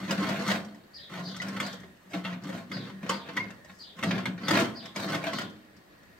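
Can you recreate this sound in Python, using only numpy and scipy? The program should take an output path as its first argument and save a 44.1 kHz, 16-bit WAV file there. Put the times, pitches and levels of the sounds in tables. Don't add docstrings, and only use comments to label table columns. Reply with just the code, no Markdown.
import sys
import numpy as np
from scipy import signal
from scipy.fft import rfft, irfft
from scipy.io import wavfile
from scipy.ndimage import uniform_filter1d

SR = 44100
rng = np.random.default_rng(int(sys.argv[2]) if len(sys.argv) > 2 else 0)


def rack_gain(trim_db):
    fader = np.asarray(trim_db, float)
    return 10 ** (fader / 20)


def persist_wave(psi):
    counts = np.round(np.clip(psi, -1, 1) * 32767).astype(np.int16)
    wavfile.write(sys.argv[1], SR, np.atleast_2d(counts).T)


N = 273323

# (start [s], length [s], grind [dB], shell drone re grind [dB], bite re grind [dB])
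SHOVES = [(-.03, 0.075, -42, 0, -4.5), (0.079, 0.049, -34, -1.5, -4), (0.167, 0.12, -35.5, -1, -5),
          (0.275, 0.12, -35.5, -4.5, -6.5), (0.37, 0.11, -37.5, -4, -4), (0.46, 0.062, -29.5, -9, -3),
          (0.515, 0.022, -37, 6, -20), (1.106, 0.092, -42.5, 0, -5.5), (1.215, 0.21, -51, 3, 3),
          (1.41, 0.21, -43.5, 2, -5), (1.596, 0.058, -41.5, -2.5, -5), (1.637, 0.097, -48.5, 0, 0),
          (1.787, 0.053, -63.5, 15, -25), (2.11, 0.091, -46.5, 3, -6), (2.244, 0.041, -40, -10, -8.5),
          (2.317, 0.028, -49.5, 5.5, -13), (2.429, 0.071, -45, 6.5, -4), (2.519, 0.064, -44.5, 5, -4),
          (2.7, 0.095, -48, 6.5, -4), (2.805, 0.084, -50.5, 3.5, -5), (3.03, 0.028, -46, 4, -7.5),
          (3.089, 0.027, -32.5, -7, -4.5), (3.248, 0.053, -45.5, -5, -11), (3.332, 0.11, -47.5, 4.5, -6.5),
          (3.458, 0.029, -52, -17, -5), (3.675, 0.038, -59.5, 3.5, 0), (3.969, 0.036, -48.5, 3, -9),
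          (4.027, 0.093, -40, 7.5, -3), (4.112, 0.093, -42, 4.5, -8), (4.257, 0.019, -45, 9.5, -10.5),
          (4.404, .09, -43.5, -1.5, -6), (4.484, 0.069, -29, -2, -6), (4.54, 0.085, -29, -2, -5.5),
          (4.823, 0.037, -50, 0, -11), (4.956, 0.088, -37, -1.5, -1.5), (5.08, .025, -36.5, 1, -2.5),
          (5.122, 0.031, -32.5, -1.5, -5.5), (5.227, 0.058, -36, -7, -6), (5.329, 0.028, -38.5, 3.5, 0),
          (5.38, 0.036, -39.5, -0.5, -5)]
# (frequency [Hz], density [dB per Hz])
CLAY_COLOUR = [(210, -11.5), (350, -13), (557, -4.5), (677, -12), (897, -10.5), (1080, -8.5), (1430, -4),
               (1610, -6), (3360, -4.5), (6500, -30.5), (8450, -52.5), (14300, -120)]
# (frequency [Hz], density [dB per Hz])
GRIT_COLOUR = [(2940, -29), (5000, 12), (5300, 6), (6320, 4.5), (6630, 2), (8420, 0), (9930, -16),
               (11800, -8), (14300, -12), (16000, -28)]
# (frequency [Hz], density [dB per Hz])
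BITE_COLOUR = [(1200, -31.5), (2200, -3), (3000, -0.5), (4400, 1.5), (5300, -5.5), (6400, -9.5),
               (8500, -31)]


def slide():
    # (frequency [Hz], width [Hz], level [dB])
    dish = [(670, 48, -2.5), (981, 49, -13), (1060, 14, -8), (1180, 8.3, -15.5), (1440, 11.7, -11),
            (1710, 69, -20.5), (1950, 34, -24), (2200, 14, -73), (2600, 32, -63), (3123, 32, -5.5),
            (4360, 91, -23), (5450, 99, -31), (6440, 110, -26)]
    grind_db, _, grit_db, _, _ = sliding()
    grains = evened(bumps(1400, 4.0, 0.55) * judder(1.0, size=600))
    shaken = grains * rack_gain(grind_db)
    touch = wander(3.5, 20, count=len(dish))
    rings = sum(rack_gain(db) * ring(shaken * gain, hz, width) for (hz, width, db), gain in zip(dish, touch))
    body = rack_gain(-0.5) * colour(shaken, CLAY_COLOUR) + rack_gain(-10.5) * rings
    grit = colour(shaken * rack_gain(grit_db), GRIT_COLOUR)
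    return body + grit + colour(grains * rack_gain(bite()), BITE_COLOUR)


def sliding():
    # (time [s], grit re grind [dB], drone pitch [Hz], rack hum re grind [dB])
    spot = [(0, -15, 195.8, -4), (.25, -22.5, 202.7, -5.5), (.45, -15.5, 193.3, -23), (.7, -19, 218.6, 3),
            (1.151, -18.5, 179, -3.5), (1.5, -18, 194.9, -17), (2.1, -4, 185, -2), (2.3, -39, 186.7, -21),
            (2.5, -11, 191.4, -1), (3.101, -36, 205.5, -11), (3.45, -37, 196.3, 6.5), (3.8, 7, 199.1, -31),
            (4.1, -24, 195.3, -10), (4.35, -52, 183.7, 5), (4.501, -21, 194, 5), (4.649, -20, 213.8, -11),
            (5.0, -12, 199, -5.5), (5.45, -29, 204.1, -2.5)]
    shake = 221, -28.5, 80, -71.5
    grind_db = strokes([row[:3] for row in SHOVES])
    drone_db = strokes([(s, length, db + more) for s, length, db, more, _ in SHOVES], *shake)
    s, *columns = np.transpose(spot)
    grit_db, drone_hz, hum_db = (np.interp(np.arange(N) / SR, s, c) for c in columns)
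    return grind_db, drone_db - grind_db, grit_db, drone_hz, hum_db


def bite():
    return strokes([(s, length, db + more) for s, length, db, _, more in SHOVES])


def strokes(rows, release_db_per_s=324, creep_db=-17, creep_db_per_s=72, rest_db=-67.5):
    grip_s = 0.044
    t = np.arange(0, N / SR + 0.01, 0.002)
    power = np.full(len(t), rack_gain(rest_db) ** 2)
    for start, length, db in rows:
        after = np.maximum(t - start - length, 0)
        grip = np.clip((t - start) / grip_s + 0.44, 0, 1)
        fall = rack_gain(-release_db_per_s * after) + rack_gain(creep_db - creep_db_per_s * after)
        power += (grip * rack_gain(db) * fall) ** 2
    return np.interp(np.arange(N) / SR, t, 10 * np.log10(power))


def bumps(per_s, spread_db, hiss):
    size = rack_gain(spread_db * np.minimum(rng.exponential(1, N), 4)) * rng.choice([-1, 1], N)
    clicks = evened(size * (rng.random(N) < per_s / SR))
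    return evened(clicks + hiss * rng.standard_normal(N))


def judder(depth_db, size):
    return rack_gain(depth_db * evened(uniform_filter1d(rng.standard_normal(N), size)))


def knocks():
    # (frequency [Hz], level [dB], t60 [s])
    wire_rings = [(662, -10, 0.3), (977, -15, 0.14), (1362, -17, 0.18), (1950, -17, 0.3), (2130, -15, .18),
                  (2360, -20, .2)]
    # (time [s], level [dB], frequency [Hz], t60 [s])
    clinks = [(1.185, -34, 680, 0.022), (2.25, -46, 740, 0.04), (2.49, -40.5, 540, .1),
              (2.735, -40, 1520, 0.047), (3.098, -30, 1200, 0.048), (3.1, -31.5, 920, 0.078),
              (3.11, -40, 950, .06), (3.4, -29, 2130, 0.089), (1.605, -35.5, 1100, 0.064),
              (1.4, -30, 2000, 0.03), (3.371, -27, 1950, 0.031), (3.376, -34, 1000, 0.05),
              (.49, -36, 620, 0.082), (4.032, -33, 672, 0.15), (4.572, -29, 580, 0.055),
              (5.128, -26, 680, 0.036)]
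    t = np.arange(6000) / SR
    out, crack, tick, blows = np.zeros((4, N))
    hits = contacts()
    chatter = rng.standard_normal((len(hits), len(t)))
    rise = 1 - np.exp(-t / 0.0007)
    for (s, db, low_hz, high_hz, _, tick_db), noise in zip(hits, chatter):
        add(crack, s, rack_gain(db - 7 - 60 * t / 0.087) * rise * noise)
        add(tick, s, rack_gain(db + tick_db - 1.5 - 60 * t / 0.044) * rise * noise)
        add(blows, s, rack_gain(db - 60 * t / 0.009) * noise)
        low = rack_gain(-9.0 - 60 * t / 0.045) * np.sin(2 * np.pi * low_hz * t)
        high = rack_gain(-4.0 - 60 * t / 0.023) * np.sin(2 * np.pi * high_hz * t)
        add(out, s, rack_gain(db) * rise * (low + high))
    for s, db, hz, t60 in clinks:
        fade = rack_gain(db - 60 * (t / min(t60, 0.085)) ** 2)
        add(out, s, fade * (1 - np.exp(-t / 0.00088)) * np.sin(2 * np.pi * hz * t))
    wires = sum(rack_gain(db) * ring(blows, hz, 2.2 / min(t60, 0.3)) for hz, db, t60 in wire_rings)
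    cracks = colour(crack, CLAY_COLOUR) + rack_gain(-5.0) * colour(crack, BITE_COLOUR)
    return out + cracks + colour(tick, GRIT_COLOUR) + rack_gain(-11.0) * wires


def contacts():
    # (time [s], peak [dB], low ring [Hz], high ring [Hz], tick re peak [dB])
    hard = [(.079, -34, 660, 1950, -17), (.093, -27.5, 1060, 2500, -24), (2.525, -35, 1410, 2750, -29),
            (4.552, -16, 1921, 4210, -13), (4.596, -21, 680, 3000, -4), (5.097, -28.5, 1060, 2880, -12),
            (5.129, -23.5, 655, 1510, -15), (5.417, -31.5, 1440, 3000, -9), (0.108, -19, 1200, 2905, -6.5),
            (0.477, -22, 680, 2060, -7), (0.513, -16.5, 1440, 1950, -13), (1.417, -26.5, 1440, 3000, -7),
            (1.6, -18, 1280, 2080, -11.5), (2.133, -25, 1320, 2110, -34), (2.241, -36, 1830, 4140, -14),
            (2.248, -22.5, 670, 2730, -32), (2.715, -26, 1610, 2180, -16), (3.093, -16.5, 1130, 3090, -6.5),
            (3.365, -27.5, 1300, 1700, -8), (3.37, -20.5, 1430, 2260, -31), (4.027, -18, 684, 2600, -20),
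            (4.035, -18.5, 698, 1920, -11), (4.108, -17.5, 1120, 2250, -26),
            (4.255, -18, 1670, 2150, -17.5), (4.482, -13.5, 1600, 3540, -10.5),
            (4.507, -16, 1535, 1750, -7), (4.571, -14.5, 670, 1710, -16), (4.96, -21.5, 646, 2280, -9),
            (5.148, -28, 680, 2050, -5), (5.239, -24, 625, 2336, -14), (5.269, -22.5, 644, 3350, -23),
            (5.331, -23, 1060, 1950, -12), (5.384, -23, 1440, 3030, -7.5)]
    # (time [s], peak [dB], low ring [Hz], tick re peak [dB])
    light = [(.205, -35, 1060, -8), (.288, -32, 1220, -6), (.745, -47, 696, -6.5), (1.135, -39, 990, -22),
             (1.345, -36, 1190, -28), (1.663, -32, 1440, -4), (1.727, -39, 1183, -1),
             (1.8, -48.5, 1060, -1.5), (2.9, -36, 990, -23), (3.333, -48, 1190, -5), (3.14, -30, 1060, -23),
             (0.647, -42, 1070, -5), (1.096, -41, 1180, -12), (1.173, -29, 1060, -30),
             (1.184, -55, 575, -32), (1.364, -33.5, 1470, -3), (1.483, -30, 1060, -5.5),
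             (1.564, -27.5, 1440, -28), (1.833, -39.5, 754, -26), (2.147, -30, 597, -33),
             (2.327, -30, 1270, -40), (2.436, -39.5, 674.6, -5.5), (2.49, -38, 570, -22),
             (2.545, -41, 716, -16), (2.766, -30, 670, -33), (3.029, -32.5, 1010, -18),
             (3.062, -32, 597, -15), (3.287, -29, 1410, -39), (3.504, -35.5, 610, -11),
             (3.646, -43.5, 610, -7), (3.695, -39, 1060, -23), (3.988, -33.5, 1060, -11),
             (4.179, -25.5, 690, -24), (4.378, -33.5, 1490, -40), (4.855, -34.5, 646, -6.5),
             (5.078, -29, 646.5, -26), (5.499, -55, 1060, 3.5), (5.765, -52, 622, -3),
             (6.03, -51, 1070, -5)]
    knock_thump_db, tap_thump_db, tap_high_hz = -16, -7.5, 1877
    knocked = [(s, db, low, high, knock_thump_db, tick) for s, db, low, high, tick in hard]
    tapped = [(s, db, low, tap_high_hz, tap_thump_db, tick) for s, db, low, tick in light]
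    return knocked + tapped


def snaps():
    # (time [s], peak [dB])
    grains = [(0.1087, -12), (0.2, -29), (0.306, -26), (0.3206, -29), (0.3295, -20), (0.4129, -26),
              (0.5025, -18), (0.5151, -13), (1.2777, -32), (1.4207, -24), (1.5687, -22), (1.602, -24),
              (1.626, -28), (1.664, -27), (1.7383, -29), (2.138, -28), (2.1942, -31), (2.2539, -34),
              (2.3295, -37), (2.5306, -26), (2.718, -35), (3.0479, -33), (3.096, -21), (3.1395, -33),
              (3.1456, -39), (3.2929, -39), (3.3705, -17.5), (3.506, -37), (3.819, -40), (3.9934, -27),
              (4.0645, -34), (4.2578, -39), (4.4018, -38), (4.451, -27), (4.461, -33), (4.4889, -12),
              (4.5088, -9), (4.618, -24), (4.8566, -38), (4.9987, -16), (5.0304, -26), (5.0445, -19),
              (5.1007, -31), (5.1292, -27), (5.1508, -26), (5.2406, -28), (5.2693, -29), (5.3397, -30),
              (5.387, -15), (5.4372, -34)]
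    t, out = np.arange(600) / SR, np.zeros(N)
    pulse = -np.exp(-((t - 0.0002) / 0.00009) ** 2)
    for (s, db), noise in zip(grains, rng.standard_normal((len(grains), len(t)))):
        add(out, s, rack_gain(db - 3.5) * (pulse + rack_gain(-18.5 - 60 * t / 0.013) * noise))
    return out


def shell():
    # (frequency [Hz], width [Hz], level [dB])
    panels = [(114, 30, -8.5), (161, 45, -5), (244.5, 20, -3.5), (410, 76, -30)]
    # (frequency [Hz], width [Hz], level [dB])
    rack = [(289, 17, -4), (306.5, 32, -16.5), (320, 110, -57)]
    # (time [s], level [dB], frequency [Hz], t60 [s])
    struck = [(.01, -34, 193.2, 0.33), (0.079, -21, 192, 0.22), (0.301, -24, 203.2, 0.36),
              (.25, -28, 253, 0.11), (0.549, -32, 307, 0.18), (0.691, -40, 195, .2),
              (2.442, -32.5, 289, 0.21), (2.529, -39, 204, 0.19), (2.931, -34.5, 193.5, 0.5),
              (3.039, -32.5, 308.6, 0.066), (3.1, -28.5, 316, 0.13), (2.312, -47, 193, 0.15),
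              (0.179, -17.5, 201, 0.27), (2.054, -42, 187.3, 0.19), (4.419, -22.5, 222, 0.13),
              (5.419, -22, 191, 0.079), (2.6, -24, 210, 0.089), (2.765, -24, 207, 0.14),
              (3.136, -28.5, 205, 0.16), (0.216, -21, 308.5, 0.15), (.476, -14.5, 195, 0.13),
              (1.481, -56, 189, 0.14), (2.138, -18.5, 307, 0.11), (2.151, -31, 180, 0.59),
              (2.248, -24, 181, 0.27), (3.027, -22, 190, 0.12), (4.03, -26.5, 206, 0.57),
              (4.108, -30, 185, 0.19), (4.483, -22, 173, 0.15), (4.556, -17, 300, 0.13),
              (4.959, -35, 180, 0.24), (5.061, -27, 303.2, 0.17), (5.14, -31, 196, .24),
              (5.386, -35, 213, 0.14), (5.49, -46, 307.5, 1.6), (5.489, -54, 278.5, 0.7),
              (1.835, -37.5, 382, 0.096)]
    grind_db, drone_db, _, drone_hz, hum_db = sliding()
    push = evened(rng.standard_normal(N) * judder(2.9, size=700)) * rack_gain(grind_db)
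    boom = push * rack_gain(drone_db)
    slip_hz = drone_hz * wander(0.4, 30, count=1)[0]
    slip_gain = rack_gain(grind_db + drone_db - 25.0) * judder(3.6, size=900)
    slips = slip_gain * np.sin(2 * np.pi * np.cumsum(slip_hz) / SR)
    drone = resonate(rack_gain(-3.5) * boom + slips, drone_hz, 64.5)
    out = rack_gain(-19.5) * resonate(drone, drone_hz, 64.5)
    out += sum(rack_gain(db) * ring(boom, hz, width) for hz, width, db in panels)
    out += sum(rack_gain(db) * ring(push * rack_gain(hum_db), hz, width) for hz, width, db in rack)
    t = np.arange(16000) / SR
    thump = rack_gain(-60 * t / 0.1) * np.sin(2 * np.pi * 184 * t) * (1 - np.exp(-t / 0.00027))
    for s, db, _, _, thump_db, _ in contacts():
        add(out, s, rack_gain(db + thump_db + 0.5) * thump)
    swell = (1 - np.exp(-t / 0.0056)) * np.cos(np.pi / 2 * t / t[-1])
    for s, db, hz, t60 in struck:
        add(out, s, rack_gain(db - 60 * t / t60) * np.sin(2 * np.pi * hz * t) * swell)
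    return signal.sosfilt(signal.butter(4, [100, 450], "band", fs=SR, output="sos"), out)


def cavity(x, turns_per_s):
    turn = np.pi * turns_per_s * np.arange(N) / SR
    shares = [np.sqrt(2 / 3) * np.cos(turn + k * np.pi / 3) for k in range(3)]
    return sum(echoes(x * share, 0.17, 0.0006) for share in shares)


def echoes(x, t60_factor, gap_s):
    # (frequency [Hz], likeness [0-1])
    echo_same = [(60, 0.95), (200, 1), (350, 0.55), (700, 0.71), (1400, 0.067), (3000, 0.0091),
                 (12000, 0.1)]
    # (frequency [Hz], t60 [s])
    kitchen = [(100, 0.47), (500, 0.52), (2000, 0.26), (5000, 0.23), (12000, 0.19)]
    hz, t, (a, b) = signal.stft(rng.standard_normal((2, SR // 2)), SR, nperseg=256)
    same = np.clip(read(echo_same, hz), 0, 1)[:, None]
    shared, apart = a * np.sqrt((1 + same) / 2), b * np.sqrt((1 - same) / 2)
    fade = rack_gain(-60 * t / (t60_factor * read(kitchen, hz)[:, None]))
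    tail = signal.istft(np.array([shared + apart, shared - apart]) * fade, SR, nperseg=256)[1]
    tail = tail * (np.arange(tail.shape[1]) / SR > gap_s)
    return signal.fftconvolve(x[None], tail / np.linalg.norm(tail[0]), axes=1)[:, :N]


def bird():
    # (time after start [s], pitch [Hz], level [dB], warble depth [Hz])
    shape = [
        (0, 4500, -14, 200),
        (.01, 4750, -3.5, 283),
        (.024, 4750, 2, 310),
        (.038, 4500, -4.5, 400),
        (0.058, 3200, -10.5, 303),
        (.086, 3900, -9, 302),
        (.11, 3425, -6, 300),
        (.135, 3700, -15.5, 248.5),
        (0.149, 3040, -18, 100),
    ]
    # (time [s], level [dB], pitch factor [ratio])
    calls = [
        (0.935, -39, 1.016),
        (1.24, -38.5, 0.98),
        (1.62, -40, 0.95),
        (2.713, -39, 1.01),
        (3.112, -42, 0.98),
        (3.79, -41, .98),
        (4.083, -46.5, 1.01),
        (4.43, -41.5, 0.98),
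        (4.75, -39.5, 1.006),
        (5.345, -41.5, 0.94),
    ]
    s, *columns = np.transpose(shape)
    t = np.arange(0, s[-1], 1 / SR)
    hz, db, warble_hz = (np.interp(t, s, c) for c in columns)
    out = np.zeros(N)
    for (start, level_db, factor), phase in zip(calls, rng.random(len(calls))):
        pitch = factor * hz + warble_hz * np.sin(2 * np.pi * (170 * t + phase))
        add(out, start, rack_gain(level_db + db) * np.sin(2 * np.pi * np.cumsum(pitch) / SR))
    return out * judder(2.5, size=80)


def hush():
    # (frequency [Hz], density [dB per Hz])
    air_colour = [(15, -51), (25, -21), (33, -12), (212, 1.5), (242, -9), (270, -1.5), (659, -7), (840, -8),
                  (911, -10), (988, -9), (1740, -11), (2990, -16), (5430, -28), (8400, -25), (10000, -33),
                  (12000, -25.5), (16000, -27)]
    # (frequency [Hz], likeness [-1 to 1])
    air_same = [(60, 1), (240, 1), (950, 0.04), (3770, 0.03), (15000, 0.01)]
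    # (frequency [Hz], width [Hz], level [dB])
    whines = [(1842, 81, -66), (1700, 12, -70), (573, 36, -72), (82.4, 9.4, -70.5), (5500, 760, -94)]
    frames, hz = N // 256 + 5, np.fft.rfftfreq(1024, 1 / SR)
    a, b, c, d, patches = rng.standard_normal((frames, 513, 5)).T
    patches = evened(uniform_filter1d(uniform_filter1d(patches, 12, 0), 14, 1))
    same = np.clip(read(air_same, hz), -1, 1)[:, None]
    left = a + 1j * b
    right = same * left + np.sqrt(1 - same ** 2) * (c + 1j * d)
    z = np.array([left, right]) * rack_gain(1.5 * patches) * rack_gain(read(air_colour, hz)[:, None])
    air = evened(signal.istft(z, nperseg=1024, noverlap=768)[1][:, :N])
    noise = rng.standard_normal((2, N))
    whine = sum(rack_gain(db) * np.array([ring(v, f, width) for v in noise]) for f, width, db in whines)
    whine = whine * wander(4.6, 6, count=1)[0]
    return rack_gain(-58.5) * np.array([np.roll(air[0], 17), air[1]]) + whine


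def evened(x):
    return x / np.sqrt(np.mean(x ** 2) + 1e-20)


def read(points, hz):
    f, value = np.transpose(points)
    return np.interp(np.log(hz + 1), np.log(f + 1), value)


def add(mix, s, sound):
    part = mix[round(s * SR):][:len(sound)]
    part += sound[:len(part)]


def colour(x, points):
    size = 4096
    gain_db = np.maximum(read(points, abs(np.fft.fftfreq(size, 1 / SR))), -90)
    log_gain = np.log(rack_gain(gain_db))
    taps = np.fft.ifft(np.exp(log_gain - 1j * signal.hilbert(log_gain).imag)).real[:size // 2]
    return signal.oaconvolve(x, taps / np.linalg.norm(taps))[:len(x)]


def ring(x, hz, width):
    r = np.exp(-np.pi * width / SR)
    return signal.lfilter([2 * np.sqrt(1 - r)], [1, -r * np.exp(2j * np.pi * hz / SR)], x).real


def resonate(x, hz, width):
    turn = np.exp(2j * np.pi * np.cumsum(hz * np.ones(len(x))) / SR)
    r = np.exp(-np.pi * width / SR)
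    return (turn * signal.lfilter([2 * np.sqrt(1 - r)], [1, -r], x / turn)).real


def wander(depth_db, per_s, count):
    knots = np.arange(0, N / SR + 1, 1 / per_s)
    levels_db = depth_db * rng.standard_normal((count, 400))[:, :len(knots)]
    return [rack_gain(np.interp(np.arange(N) / SR, knots, v)) for v in levels_db]


def scene():
    cut = signal.butter(2, 300, "high", fs=SR, output="sos")
    grind, blows = signal.sosfilt(cut, [slide(), knocks() + snaps()])
    bass, chirps = rack_gain(-4.0) * shell(), bird()
    direct = rack_gain(-5.0) * grind + rack_gain(-2.5) * blows + bass
    near = np.array([direct, np.roll(direct, 2)])
    near += cavity(rack_gain(-2.5) * grind + rack_gain(-2.5) * blows, 9)
    near += rack_gain(-8.0) * echoes(grind + blows + bass, 1.13, 0.0047)
    far = rack_gain(-4.5) * chirps + rack_gain(-1.5) * echoes(chirps, 1.47, 0.0017)
    return near + far + hush()


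def roll_off(x):
    return signal.sosfilt(signal.butter(12, 16280, fs=SR, output="sos"), x)


def record(dry):
    # (frequency [Hz], left minus right [dB])
    port_tilt = [(60, -5.5), (150, 0.5), (380, 1), (950, -1), (2380, -0.5), (5000, 1.5), (8000, 5),
                 (11000, 3.5), (15000, 0.5)]
    hz, edge_hz = np.fft.rfftfreq(N, 1 / SR), 15830
    tilt = rack_gain(read(port_tilt, hz) / 2)
    gains = np.array([tilt, 1 / tilt]) * (hz < edge_hz)
    ports = irfft(rfft(dry, axis=1) * gains, N, axis=1)
    return roll_off(ports)


dry = scene()
out = record(dry)
persist_wave(out)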